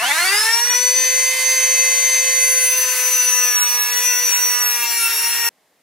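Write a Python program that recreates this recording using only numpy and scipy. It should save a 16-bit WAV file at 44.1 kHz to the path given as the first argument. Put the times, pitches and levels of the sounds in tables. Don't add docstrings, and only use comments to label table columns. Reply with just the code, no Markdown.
import sys
import numpy as np
from scipy import signal
from scipy.fft import rfft, irfft, next_fast_len
from scipy.io import wavfile
from scipy.ndimage import uniform_filter1d, map_coordinates

SR = 44100
rng = np.random.default_rng(int(sys.argv[2]) if len(sys.argv) > 2 else 0)


def wav_out(sig):
    wavfile.write(sys.argv[1], SR, np.round(np.clip(np.atleast_2d(sig).T, -1, 1) * 32767).astype(np.int16))


N = 256957
TIME_S = np.arange(N) / SR
TOUCH_S, BITE_S, SINK_S = 2.14, 0.56, 0.44


def amp(db):
    return 10 ** (np.asarray(db) / 20)


def unit(x):
    return x / np.sqrt(np.mean(x ** 2) + 1e-20)


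def steady(x):
    power = uniform_filter1d(np.mean(x ** 2, axis=0), size=SR // 10)
    return x / np.sqrt(np.abs(power) + 1e-9)


def tone(cycles):
    return np.sqrt(2) * np.sin(2 * np.pi * cycles)


def at_hz(points, hz):
    freq_hz, values = np.transpose(points)
    return np.interp(np.log(hz + 1), np.log(freq_hz + 1), values)


def curves(rows):
    time_s, *columns = np.transpose(rows)
    return [np.interp(TIME_S, time_s, column) for column in columns]


def swells(rows):
    return sum(height * np.exp(-((TIME_S - centre_s) / half_s) ** 2) for centre_s, height, half_s in rows)


def ramp(start_s, length_s):
    return np.clip((TIME_S - start_s) / length_s, 0, 1)


def wobble(rate_hz):
    knots = rng.standard_normal(int(N * rate_hz / SR) + 4)
    return map_coordinates(knots, [np.arange(N) * rate_hz / SR])


def filtered(x, response):
    size = next_fast_len(N + SR // 2)
    return irfft(rfft(x, size) * response(np.fft.rfftfreq(size, 1 / SR)), size)[..., :N]


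def mode(hz, centre_hz, width_hz):
    return 1j * hz * width_hz / (centre_hz ** 2 - hz ** 2 + 1j * hz * width_hz)


def resonate(x, modes):
    return filtered(x, lambda hz: 1 + sum(amp(db) * mode(hz, centre, width) for centre, width, db in modes))


def rough_profile(turns, life_turns, alternate=False, points=80):
    carry = np.exp(-1 / life_turns) * (-1 if alternate else 1)
    lead_in_turns = 200
    fresh = rng.standard_normal((2, lead_in_turns + N // 64, points))
    worn = signal.lfilter([1], np.poly([carry, carry]), fresh, axis=1)[:, lead_in_turns:]
    fine = signal.resample_poly(worn.reshape(2, -1), 2, 1, axis=1)
    return unit(np.array([map_coordinates(track, [turns * points * 2], order=3) for track in fine]))


# freq_hz, coherence
COHERENCE = [(25, .9), (100, 0.96), (450, 1), (1000, 0.61), (2400, 0.95), (6000, 0.47), (15000, 0.18)]

def radiate(pair, spectrum):
    def response(hz):
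        spread_rad = np.arccos(np.clip(at_hz(COHERENCE, hz), -1, 1)) / 2
        return amp(at_hz(spectrum, hz)) * [np.cos(spread_rad), np.sin(spread_rad)]

    mid, side = filtered(pair, response)
    return unit(np.array([mid + side, mid - side]))


def bench_scatter(x, t60_s, wet_db=-7.5):
    t = np.arange(SR // 20) / SR
    tail = rng.standard_normal((2, len(t))) * amp(-60 * t / t60_s) * (t > .001)
    tail /= np.linalg.norm(tail, axis=1, keepdims=True)
    echo = signal.fftconvolve(x, tail, axes=1)[:, :N]
    return (x + amp(wet_db) * echo) / np.hypot(1, amp(wet_db))


# time_s, shaft_hz
LOADED_SPEED_HZ = [(2.3, 515.6), (3.04, 503.8), (3.4, 494.6), (3.46, 495.6), (3.53, 490.0), (3.87, 483.5),
                   (4.07, 494.1), (4.15, 490.0), (4.25, 494.0), (4.32, 489.0), (4.42, 492.0), (4.67, 484.7),
                   (5.01, 462.3), (5.08, 460.9), (5.28, 467.0), (5.47, 469.7)]
START_HZ, TOP_SPEED_HZ = 216, 517.5

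def shaft(spin_up_s=.341, s_shape=1.139):
    free_hz = TOP_SPEED_HZ - (TOP_SPEED_HZ - START_HZ) * np.exp(-(TIME_S / spin_up_s) ** s_shape)
    loaded_hz, = curves(LOADED_SPEED_HZ)
    shaft_hz = np.minimum(free_hz, loaded_hz) * (1 + 0.00033 * wobble(35))
    load = (loaded_hz.max() - loaded_hz) / np.ptp(loaded_hz)
    return shaft_hz, load


# freq_hz, density_db
ROOM_SPECTRUM = [(15, -54), (25, -29), (107, -16.5), (215, -4.5), (340, -8), (684, -3), (1380, -12),
                 (2060, -7.5), (2300, -13), (4380, -15), (14300, -18.5), (15500, -25)]

def room_tone(level_db=-62):
    return amp(level_db) * radiate(rng.standard_normal((2, N)), ROOM_SPECTRUM)


# time_s, level_db
AIR_LEVEL_DB = [(0, -27.5), (.1, -22), (.45, -20), (.7, -25), (1.5, -21.5), (2.3, -22.5), (2.6, -25),
                (3.05, -24.5), (3.6, -28.5), (4.35, -26), (4.7, -28.5), (5.5, -25.5)]
# freq_hz, density_db
VENT_SPECTRUM = [(70, -54.5), (150, -43), (300, -35.5), (430, -22), (620, -16.5), (950, 0), (1300, -10),
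                 (1800, -2.5), (2400, 2), (3200, -5), (4500, -1), (6500, -0.5), (11000, -0.5), (13000, -5),
                 (15500, -8.5)]
# centre_hz, width_hz, gain_db
DUCT_MODES = [(6080, 120, -2), (7130, 360, -9), (8870, 390, -2.5), (10360, 380, -5)]

def vent_air(turns, throb_db=1.0):
    unsteady = amp(.5 * wobble(30) + 1.5 * wobble(1200))
    throb = unsteady * amp(throb_db * np.cos(2 * np.pi * turns))
    ducted = resonate(rng.standard_normal((2, N)) * throb, DUCT_MODES)
    level_db, = curves(AIR_LEVEL_DB)
    return amp(level_db) * bench_scatter(radiate(ducted, VENT_SPECTRUM), t60_s=0.0096)


# order, level_db, seated_change_db, full_load_change_db
STRONG_ORDERS = [(1, -46, -0.5, -8), (2, -49.5, 2.5, -6), (4, -40, -6, -3), (9, -38, -5.5, -1.5)]
# order, level_db
WEAK_ORDERS = [(3, -43), (3.54, -39), (4.46, -45.5), (5, -34), (6, -38.5), (7, -40.5), (7.54, -50.5),
               (8, -42), (10, -48), (11, -49), (13, -40.5), (15, -39.5), (17, -38), (18, -45), (20, -44),
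               (21, -43), (23, -49), (25, -44), (27, -49), (28, -49), (30, -51)]
# centre_hz, width_hz, gain_db
BODY_MODES = [(407, 40, 8.5), (506.5, 24.5, 9.5), (743, 45, 16.5), (947.8, 29, 20.5), (1480, 69, 16),
              (1809, 36, 19.5), (2060, 35, 16), (4550, 300, 6.5)]

def motor_hum(turns, shaft_hz, load, flutter_db=2.5, drift_turns=0.0065, weak_db=1.05, weak_load_db=-9.5):
    seated = ramp(2.64, 0.099)
    pace = shaft_hz / TOP_SPEED_HZ
    strong, weak = np.zeros(N), np.zeros((2, N))
    for order, db, seated_db, load_db in STRONG_ORDERS:
        body_power = sum(np.abs(amp(gain_db) * mode(order * shaft_hz, centre_hz, width_hz)) ** 2
                         for centre_hz, width_hz, gain_db in BODY_MODES)
        level_db = db + seated_db * seated + load_db * load + 1.4 * wobble(30)
        strong += np.sqrt(1 + body_power) * amp(level_db) * tone(order * turns + rng.random())
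    for order, db in WEAK_ORDERS:
        phase_cycles = rng.random() + 0.017 * order * rng.standard_normal((2, 1))
        gain = amp(db + flutter_db * wobble(14))
        weak += gain * tone(order * (turns + drift_turns * wobble(60)) + phase_cycles)
    strong_gain = pace ** 0.45 * amp([[-.9], [.9]])
    weak_gain = pace ** 1.6 * amp(weak_db + weak_load_db * np.sqrt(load))
    return ramp(0, 0.049) * (strong_gain * strong + weak_gain * weak)


# pitch_hz, level_db
WHINE_LEVEL_DB = [(2700, -28), (3900, -29.5), (4750, -22.5), (5200, -18.5), (5600, -19.5), (5950, -16),
                  (6190, -17.5)]
# pitch_hz, level_db
OCTAVE_LEVEL_DB = [(5300, -39), (9000, -36.5), (10150, -27), (11100, -35.5), (11700, -35), (12200, -44.5)]
# centre_s, change_db, half_length_s
WHINE_SWELLS = [(.48, -9, .025), (.55, 5.5, .025), (1.36, -10, 0.063), (2.72, -3, .06), (2.95, -4.5, 0.15),
                (3.9, -3.5, .06), (4.82, -5, 0.056), (5.09, 0, .04)]
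# time_s, left_minus_right_db, left_lead_rad
WHINE_BEAM = [(.42, 3, 0.6), (.55, 5, 1.86), (.68, -4, 3.5), (.77, 8, -0.6), (1.25, 1, -0.8),
              (1.5, -5, -1.25), (2.0, 4.5, -1.7), (2.35, -0.5, -1.36), (2.8, 3.5, -0.5), (2.97, 15, 0),
              (3.15, 2, 0.4), (3.38, 6.5, 0.8), (3.7, -4.5, 3.5), (4.1, 7, .9), (4.6, -2.5, 2.28),
              (4.88, 12, 4.5), (5.15, 12, 7), (5.32, 6, 2.5)]

def fan_whine(turns, shaft_hz, load, blades=12, flutter_db=2.0, load_db=-7.0, octave_cut_db=-11.0):
    pan_db, lead_rad = curves(WHINE_BEAM)
    level_db = at_hz(WHINE_LEVEL_DB, blades * shaft_hz) + load_db * load ** 2 + swells(WHINE_SWELLS)
    offset_cycles = lead_rad / (4 * np.pi) + 0.048 * wobble(12)
    climb = np.clip(5 * (1 - shaft_hz / TOP_SPEED_HZ), 0, 1) * (1 - ramp(TOUCH_S, BITE_S))
    ears = []
    for side in (1, -1):
        pan = np.sqrt(2 / (1 + amp(-2 * side * pan_db)))
        gain = amp(level_db + flutter_db * wobble(45) + 0.56 * wobble(300))
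        stutter = 1 + .55 * climb * np.tanh(wobble(50)) - .1 * climb
        ears.append(pan * gain * stutter * tone(blades * turns + side * offset_cycles))
    octave_db = at_hz(OCTAVE_LEVEL_DB, 2 * blades * shaft_hz) + octave_cut_db * ramp(TOUCH_S, SINK_S)
    return np.array(ears) + amp(octave_db + 2 * wobble(25)) * tone(2 * blades * turns)


# freq_hz, density_db
RATTLE_SPECTRUM = [(250, -33.5), (500, -15.5), (750, -5.5), (1400, -1.5), (2200, -6.5), (3000, -8.5),
                   (5000, -16.5), (9000, -42.5)]
# centre_hz, width_hz, gain_db
HOUSING_MODES = [(1414, 30, 1), (1807, 53, 10), (2000, 50, 6), (2273, 60, 5), (2677, 32, 4.5),
                 (5880, 40, 20)]
# centre_s, rise_db, half_length_s
RATTLE_SWELLS = [(.5, 2, .03), (.72, 11, 0.04)]

def mandrel_rattle(turns, hold_db=-18.5, hold_s=0.33, fade_db_per_s=38, knock_db=4):
    level_db = hold_db - fade_db_per_s * np.maximum(TIME_S - hold_s, 0) + swells(RATTLE_SWELLS)
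    uneven_turns = turns + 0.047 * wobble(70)
    force = amp(knock_db * np.cos(2 * np.pi * uneven_turns) + wobble(250))
    contact = rough_profile(uneven_turns, life_turns=8.5) + 0.35 * rng.standard_normal((2, N))
    housing = radiate(resonate(contact * force, HOUSING_MODES), RATTLE_SPECTRUM)
    attack = (1 + ramp(0, 0.049)) / 2
    return attack * amp(level_db) * steady(bench_scatter(housing, t60_s=0.034))


# centre_s, pitch_hz, level_db, half_length_s
SQUEAL_NOTES = [(2.468, 10300, -34, 0.086), (2.625, 10750, -30, 0.076), (3.272, 10440, -28, 0.12),
                (3.366, 2705, -28.5, 0.25), (4.14, 2705, -29.5, .08), (4.33, 2710, -32, 0.036),
                (4.61, 2694, -34.5, .08), (4.665, 11620, -24.5, 0.062), (4.837, 2720, -23, 0.023),
                (4.997, 9725, -25.5, 0.037), (5.056, 2695, -23.5, 0.045), (5.163, 11600, -26, 0.065)]

def reflector_squeal(drift_cycles=0.081, flutter_db=1.0):
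    waver = drift_cycles * wobble(60)
    flutter = amp(-flutter_db * wobble(70))
    return flutter * sum(swells([(centre_s, amp(db), half_s)]) * tone(hz * TIME_S + waver)
                         for centre_s, hz, db, half_s in SQUEAL_NOTES)


# centre_s, chatter_share, half_length_s
HOP_BOUTS = [(3.0, 0.17, 0.17), (3.45, 0.6, 0.15), (3.77, 0.49, .16), (4.15, 0.1, 0.051),
             (4.62, 0.21, 0.16), (4.85, 0.42, 0.057), (5.47, 0.12, 0.05)]

def chatter_share():
    return np.clip(swells(HOP_BOUTS), 0, 1)


# order, relative_db
HOP_ORDERS = [(.5, -39.5), (1.5, -14.5), (2.5, -5), (3, -7.5), (3.5, -2.5), (4.5, -4.5), (5.5, -7)]

def wheel_hop(turns, chatter, gain_db=-31, flutter_db=1.5, drift_cycles=0.049):
    buzz = np.zeros(N)
    for order, db in HOP_ORDERS:
        gain = amp(db + flutter_db * wobble(12))
        buzz += gain * tone(order * turns + rng.random() + drift_cycles * wobble(35))
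    return amp(gain_db) * np.sqrt(chatter) * buzz


# freq_hz, density_db
GROWL_SPECTRUM = [(200, -43.5), (400, -28.5), (700, -15), (1100, -9.5), (1500, -1), (2400, -1.5),
                  (3200, -9), (5000, -9.5), (7500, -6), (9000, -26.5)]
# freq_hz, density_db
SCREECH_SPECTRUM = [(6000, -62), (8300, -10), (9700, -1), (10600, -1), (11300, -7), (12500, -47)]
# freq_hz, density_db
SIZZLE_SPECTRUM = [(9000, -48.5), (10800, -6.5), (11600, 3.5), (12200, -2), (12800, -9.5), (14400, -2),
                   (15700, -1)]
# centre_s, rise_db, half_length_s
RIM_BINDS = [(2.44, 12.5, .1), (2.64, 11.5, 0.11), (3.15, 4.5, 0.29), (5.02, 7.5, 0.088), (5.28, 8, 0.099)]
# centre_s, added_loose_share, half_length_s
RIM_CRUMBLES = [(3.0, 0.18, 0.22), (4.35, 0.25, 0.09), (5.08, 0.14, 0.038), (5.32, 0.21, 0.21)]
GROWL_DB, RING_DB, SCREECH_DB, SIZZLE_DB = -31, -36.5, -32.5, -22.5

def wheel_cut(turns, load, chatter, ring_hz=2718, ring_width_hz=50, rasp_db=4.5):
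    bite, depth = ramp(TOUCH_S, BITE_S), ramp(TOUCH_S, SINK_S)
    loose_share = (.06 + swells(RIM_CRUMBLES)) * (1 - chatter) ** 2

    def scrape(life_turns, crumble):
        pattern = np.sqrt(1 - chatter) * rough_profile(turns, life_turns)
        pattern += np.sqrt(chatter) * rough_profile(turns, life_turns, alternate=True)
        grit = unit(rng.standard_normal((2, N)) * amp(1.8 * wobble(900)))
        grit_share = np.clip(loose_share * crumble, 0, 1)
        return np.sqrt(1 - grit_share) * pattern + np.sqrt(grit_share) * grit

    growl_db = GROWL_DB + 4 * load + rasp_db * loose_share + 1.1 * wobble(8.2)
    growl = amp(growl_db) * steady(radiate(scrape(life_turns=18.4, crumble=2.1), GROWL_SPECTRUM))
    main_mode = filtered(scrape(life_turns=15, crumble=2.7),
                         lambda hz: mode(hz, ring_hz, ring_width_hz) ** 2)
    ring_db = RING_DB + 5 * load + 1.8 * wobble(8)
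    ring = amp(ring_db) * steady(radiate(main_mode, GROWL_SPECTRUM))
    screech_db = SCREECH_DB + 1.5 * load + swells(RIM_BINDS)
    screech = amp(screech_db) * steady(radiate(scrape(life_turns=14, crumble=.8), SCREECH_SPECTRUM))
    sizzle = amp(SIZZLE_DB) * steady(radiate(scrape(life_turns=10, crumble=1.0), SIZZLE_SPECTRUM))
    treble = amp(1.4 * wobble(40)) * (screech + np.sqrt(depth) * sizzle)
    return bite * (np.sqrt(depth) * growl + depth ** 2 * ring + treble)


def scene(stop_s=5.492, fade_s=0.0047):
    shaft_hz, load = shaft()
    turns = np.cumsum(shaft_hz) / SR
    chatter = chatter_share()
    tool = fan_whine(turns, shaft_hz, load) + motor_hum(turns, shaft_hz, load)
    tool += vent_air(turns) + mandrel_rattle(turns)
    metal = wheel_cut(turns, load, chatter) + wheel_hop(turns, chatter) + reflector_squeal()
    running = np.clip((stop_s - TIME_S) / fade_s, 0, 1)
    return running * (tool + metal) + (1 - running) * room_tone()


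def record(dry, cutoff_hz=15750, edge_hz=300):
    return filtered(dry, lambda hz: np.clip((cutoff_hz - hz) / edge_hz + .5, 0, 1))


dry = scene()
out = record(dry)
wav_out(out)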